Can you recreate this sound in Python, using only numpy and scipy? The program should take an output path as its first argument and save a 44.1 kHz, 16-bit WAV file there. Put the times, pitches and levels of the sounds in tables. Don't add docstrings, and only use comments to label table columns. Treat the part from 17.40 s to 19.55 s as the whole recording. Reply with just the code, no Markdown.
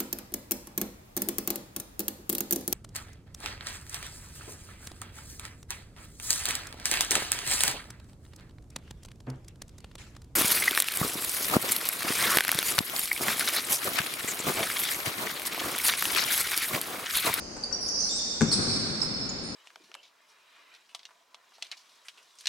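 import sys
import numpy as np
from scipy import signal
from scipy.fft import rfft, irfft
from scipy.io import wavfile
from scipy.ndimage import uniform_filter1d

SR = 44100
rng = np.random.default_rng(int(sys.argv[2]) if len(sys.argv) > 2 else 0)


def waveform_to_disk(signal):
    frames = np.transpose(np.atleast_2d(signal))
    scaled = np.clip(frames, -1, 1) * 32767
    samples = np.round(scaled).astype(np.int16)
    wavfile.write(sys.argv[1], SR, samples)


N = 94815

# pitch_hz, level_db (per Hz)
WASH_SPECTRUM = [(15, -55), (25, -12), (65, -6.5), (143, -12), (179, -5.5), (233, -3), (403, -9), (536, -7),
                 (1140, -15.5), (1390, -16), (3200, -23.5), (4160, -52), (7040, -120)]
# pitch_hz, level_db (per Hz)
RING_SPECTRUM = [(3200, -24), (3900, -16.5), (4400, -6.5), (4950, 1.5), (5600, -11.5), (6150, -2),
                 (6700, -11), (8000, -21.5), (10000, -17.5), (11000, -28.5), (15000, -42)]
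WASH_DB, RING_DB, RING_FALL_DB_PER_S = -43.5, -43.5, 3.5

# pitch_hz, t60_s
HALL_T60 = [(100, 4.3), (250, 5.3), (1000, 4.36), (2500, 6.5), (5000, 2.64), (8500, 1.52), (14000, 0.13)]
# pitch_hz, correlation (-1 to 1)
LIKENESS = [(60, 0.95), (130, 0.84), (290, 1), (640, 0.22), (1400, -0.21), (3000, -0.069)]
# pitch_hz, left_right_db
BALANCE = [(60, 6), (400, 6), (700, 2.5), (1300, 3), (2400, .5), (4600, -2.5), (8500, -0.5), (14000, 2)]
HALL_DB, HALL_BUILD_S = 2.5, 0.086
EARLY_DB, EARLY_START_S, EARLY_DECAY_S = -1.5, 0.0044, 0.017
FAR_WALL_DB, FAR_WALL_START_S, FAR_WALL_DECAY_S = 3, 0.175, 0.28
ECHO_S, ECHO_DB = 0.26, -15

# start_s, level_db (rms at onset)
STEPS = [(.165, -42), (.313, -41)]
# pitch_hz, level_db
STEP_COLOUR = [(80, -13), (250, -8.5), (800, -6.5), (1500, -8.5), (3500, -32.5), (10000, -43.5)]
STEP_DECAY_S, STEP_HALL_DB = 0.0095, 3.5

# start_s, decay_s, level_db (rms at onset)
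SCUFFS = [(0.165, 0.011, -47), (.243, 0.0012, -43), (0.314, 0.0082, -52), (1.115, 0.03, -36.5),
          (1.605, 0.0024, -36.5), (1.624, 0.0045, -36), (1.631, 0.0023, -31)]
# pitch_hz, level_db
SCUFF_COLOUR = [(100, -7), (400, -2.5), (1200, 3), (3000, -6.5), (4500, -13), (8000, 7.5), (11000, -15.5),
                (15000, -27)]

# start_s, length_s, pitch_hz, pitch_scatter (share), level_db, left_right_db, hall_db
SKIDS = [(0.501, .07, 5544, 0.079, -39, -14, 10), (0.577, .07, 5690, 0.077, -28.5, -8.5, 2)]
JUDDER_HZ, JUDDER_SCATTER = 289.8, 0.37
CATCH_PEAK_S, CATCH_SAG_PER_S, CATCH_SCATTER_DB = 0.0018, 5.2, 2.5

# start_s, length_s, start_pitch_hz, end_pitch_hz, level_db, roughness (rms share of pitch),
# octave_db (relative to the fundamental), left_right_db, hall_db
SQUEAKS = [ (0.236, .011, 4950, 4585, -22, 0.012, -23, -2.5, -2),
           (0.325, 0.014, 5910, 5586, -31, .02, -34, 18, 7),
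           (0.329, 0.017, 4815, 4610, -37, 0.02, -20, 12, 8),
           (0.407, 0.078, 4990, 5170, -39, .035, -2.5, -4, 5),
           (0.453, 0.027, 5440, 5180, -35, 0.022, -30, 1, 2),
           (0.48, 0.009, 7180, 6090, -32, 0.018, -23, -1, 6),
           (0.486, 0.015, 6006, 5480, -24.5, 0.0054, -15, 10, 0),
           (0.592, 0.12, 4600, 4437, -44.5, 0.035, -7, 13, 8),
           (0.691, 0.05, 3650, 3630, -42, 0.025, 4, -7, 3),
           (.694, 0.1, 7180, 9200, -39.5, 0.014, -40.5, 3, -3),
           (.73, 0.05, 3800, 3900, -46, 0.022, 1, 0, 5),
           (0.783, 0.021, 3700, 3620, -37.5, 0.024, -1.5, 0, 4.5),
           (0.909, 0.013, 5680, 5320, -33.5, 0.015, -14, -12, -2),
           (1.02, 0.011, 5940, 6030, -28, 0.0064, -25, -9, 1),
           (1.08, 0.046, 5670, 5480, -40, .012, -15, -25, -1),
           (1.1141, 0.0091, 4920, 4254, -18.5, .04, -7.5, 0, 4.5),
           (1.120, 0.014, 5600, 5040, -26, .08, -22, -5, 7.5),
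           (1.124, 0.019, 4124, 4068, -33, 0.035, 2.5, 10, 4.5),
           (1.126, 0.01, 4917, 4600, -27, 0.0503, -4.5, 16, 7),
           (1.148, 0.015, 5900, 5600, -35, 0.025, -30.5, 0, -1),
           (1.615, 0.0099, 5300, 5160, -24, 0.0077, -20, -15, 3),
           (1.631, 0.026, 5270, 5210, -35.5, 0.014, -10, -6, 2.5),
           (1.890, 0.018, 6810, 6880, -38.5, .012, -43, -16.5, 0),
           (2.027, 0.035, 4335, 4434, -53, .03, 0.5, 6, 9.5)]
SQUEAK_ATTACK_S, SQUEAK_RELEASE_S = 0.0017, 0.0043
JITTER_HZ, FLUTTER_HZ, FLUTTER_DB = 746.5, 294, 2.5
THIRD_DB = -26.5
FALL_SHAPE, RISE_SHAPE = 0.398, 1.3

THUMP_S, THUMP_HZ, THUMP_DB, THUMP_HALL_DB = 1.0178, 194, -18, 3

# pitch_hz, level_db, t60_s
BALL_MODES = [(80, -36, 0.1), (119.5, -16.5, .13), (159, -19, 0.2), (194, -23.5, 0.13), (232, -11, 0.14),
              (267, -22, 0.025), (332.5, -25, 0.1), (424.5, -19.5, 0.069), (517, -33.5, 0.15),
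              (814, -30.5, 0.09), (886, -38, 0.067), (1165, -35, 0.083), (1370, -41, 0.037),
              (1496, -14, 0.015), (1645, -35, 0.14), (2137, -37, 0.1), (2300, -41, 0.065)]
BOUNCE_S, SWELL_CYCLES, BALL_HALL_DB = 1.0096, 2.4, -17.5

# start_s, level_db (click height before colouring)
SLAPS = [(1.0098, 1.5), (1.0176, 4.5)]
# pitch_hz, level_db
SLAP_COLOUR = [(100, -5), (400, 5.5), (900, -2.5), (1450, 2), (1900, -7), (2300, -3.5), (3000, -16.5),
               (4000, -12.5), (7500, -3), (10000, -22.5), (15000, -33)]
SLAP_HALL_DB, SLAP_PAN_DB = 3, 10

# pitch_hz, level_db
MIC_RESPONSE = [(3000, 0), (9300, -0.5), (10100, -13.5), (11500, -15), (12300, -14), (14000, 3),
                (15700, -12)]
TOP_HZ = 15400


def undb(db):
    return 10 ** (np.asarray(db) / 20)


def unit(x):
    return x / np.sqrt(np.mean(x ** 2))


def at(points, hz):
    f, v = np.array(points, float).T
    return np.interp(np.log(hz + 1), np.log(f), v)


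def bins():
    return np.arange(N // 2 + 1) * SR / N


def pan(db):
    return undb(np.array([[db], [-db]]) / 2)


def fade(t, decay):
    return (t >= 0) * np.exp(-np.maximum(t, 0) / decay)


def fall60(t, t60):
    return np.exp(-np.log(1000) * t / t60)


def wander(rate_hz):
    return unit(uniform_filter1d(rng.standard_normal(N), int(SR / rate_hz)))


def colour(x, points):
    cepstrum = irfft(np.log(undb(at(points, bins()))), N)
    fold = np.r_[1, np.full(N // 2, 2), np.zeros(N - 1 - N // 2)]
    return irfft(rfft(x) * np.exp(rfft(cepstrum * fold)), N)


def bursts(envelope, points):
    filter_rms = np.sqrt(np.mean(undb(at(points, bins())) ** 2))
    return colour(rng.standard_normal(N) * envelope, points) / filter_rms


def diffuse():
    mid, side = rfft(rng.standard_normal((2, N)))
    likeness = np.clip(at(LIKENESS, bins()), -.99, .99)
    sign = np.array([[1], [-1]])
    stereo = mid * np.sqrt((1 + likeness) / 2) + sign * side * np.sqrt((1 - likeness) / 2)
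    return stereo * undb(sign * at(BALANCE, bins()) / 2)


def wash(t):
    treble = bins() > RING_SPECTRUM[0][0]
    murk = unit(irfft(diffuse() * undb(at(WASH_SPECTRUM, bins())) * ~treble, N))
    ring = unit(irfft(diffuse() * undb(at(RING_SPECTRUM, bins())) * treble, N))
    return undb(WASH_DB) * murk + undb(RING_DB - RING_FALL_DB_PER_S * t) * ring


def hall(send, t):
    field, tail = diffuse(), 0
    centres = np.geomspace(60, 15000, num=12)
    for k, hz in enumerate(centres):
        share = np.interp(np.log(bins() + 1), np.log(centres), np.arange(len(centres)) == k)
        tail = tail + irfft(field * share, N) * fall60(t, at(HALL_T60, hz))
    build = undb(HALL_DB) ** 2 * 2 * np.pi * (1 - np.exp(-t / HALL_BUILD_S))
    early = undb(EARLY_DB) ** 2 * fade(t - EARLY_START_S, EARLY_DECAY_S) / EARLY_DECAY_S
    far = undb(FAR_WALL_DB) ** 2 * fade(t - FAR_WALL_START_S, FAR_WALL_DECAY_S) / FAR_WALL_DECAY_S
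    response = tail * np.sqrt((build + early + far) / SR)
    return signal.fftconvolve(send[None], response, axes=1)[:, :N]


def steps(t):
    return bursts(sum(undb(db) * fade(t - start, STEP_DECAY_S) for start, db in STEPS), STEP_COLOUR)


def scuffs(t):
    return bursts(sum(undb(db) * fade(t - start, decay) for start, decay, db in SCUFFS), SCUFF_COLOUR)


def skids(t):
    direct, send = np.zeros((2, N)), np.zeros(N)
    age = t[:SR // 20]
    swell = age / CATCH_PEAK_S * np.exp(1 - age / CATCH_PEAK_S)
    for start, length, hz, scatter, db, pan_db, hall_db in SKIDS:
        tone = np.zeros(N)
        draws = np.clip(rng.standard_normal(size=(40, 3)), -2, 2)
        for k, (late, high, loud) in enumerate(draws):
            if k / JUDDER_HZ < length:
                first = int((start + (k + JUDDER_SCATTER * late) / JUDDER_HZ) * SR)
                turns = hz * (1 + scatter * high) * age * (1 - CATCH_SAG_PER_S * age / 2)
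                chirp = swell * np.sin(2 * np.pi * turns)
                tone[first:first + len(age)] += undb(db + CATCH_SCATTER_DB * loud) * chirp
        direct += pan(pan_db) * tone
        send += undb(hall_db) * tone
    return direct, send


def squeaks(t):
    direct, send = np.zeros((2, N)), np.zeros(N)
    for start, length, hz0, hz1, db, rough, octave_db, pan_db, hall_db in SQUEAKS:
        age = t - start
        shape = FALL_SHAPE if hz1 < hz0 else RISE_SHAPE
        glide = hz0 + (hz1 - hz0) * np.clip(age / length, 0, 1) ** shape
        phase = 2 * np.pi * np.cumsum(glide * (1 + rough * wander(JITTER_HZ))) / SR
        attack = np.clip(age / SQUEAK_ATTACK_S, 0, 1) ** 2
        release = np.clip((length - age) / SQUEAK_RELEASE_S, 0, 1)
        flutter = unit(undb(FLUTTER_DB * wander(FLUTTER_HZ)))
        overtones = np.sin(2 * phase) + undb(THIRD_DB) * np.sin(3 * phase)
        voice = np.sin(phase) + undb(octave_db) * overtones
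        tone = undb(db) * attack * release * flutter * voice
        direct += pan(pan_db) * tone
        send += undb(hall_db) * tone
    return direct, send


def thump(t):
    u = (np.pi * THUMP_HZ * (t - THUMP_S)) ** 2
    return undb(THUMP_DB) * (1 - 2 * u) * np.exp(-u)


def ball(t):
    age = np.maximum(t - BOUNCE_S, 0)
    direct, send = np.zeros((2, N)), np.zeros(N)
    for hz, db, t60 in BALL_MODES:
        swell = np.minimum(age * hz / SWELL_CYCLES, 1)
        mode = undb(db) * swell * fall60(age, t60) * np.sin(2 * np.pi * hz * age)
        direct += pan(at(BALANCE, hz)) * mode
        send += mode
    return direct, send


def slaps(t):
    clicks = np.zeros(N)
    for start, db in SLAPS:
        clicks[int(start * SR)] += undb(db)
    return colour(clicks, SLAP_COLOUR)


def scene():
    t = np.arange(N) / SR
    step, scuff, push, slap = steps(t), scuffs(t), thump(t), slaps(t)
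    skid, skid_send = skids(t)
    squeak, squeak_send = squeaks(t)
    boom, boom_send = ball(t)
    shoes = squeak + skid + step + scuff
    bounce = boom + pan(SLAP_PAN_DB) * slap + pan(at(BALANCE, THUMP_HZ)) * push
    shoes_send = squeak_send + skid_send + scuff + undb(STEP_HALL_DB) * step
    bounce_send = undb(BALL_HALL_DB) * boom_send + undb(SLAP_HALL_DB) * slap + undb(THUMP_HALL_DB) * push
    echo = undb(ECHO_DB) * ball(t - ECHO_S)[0]
    return shoes + bounce + echo + hall(shoes_send + bounce_send, t) + wash(t)


def record(dry):
    top_cut = signal.ellip(8, .2, 70, TOP_HZ, fs=SR, output="sos")
    return signal.sosfilt(top_cut, colour(dry, MIC_RESPONSE))


dry = scene()
out = record(dry)
waveform_to_disk(out)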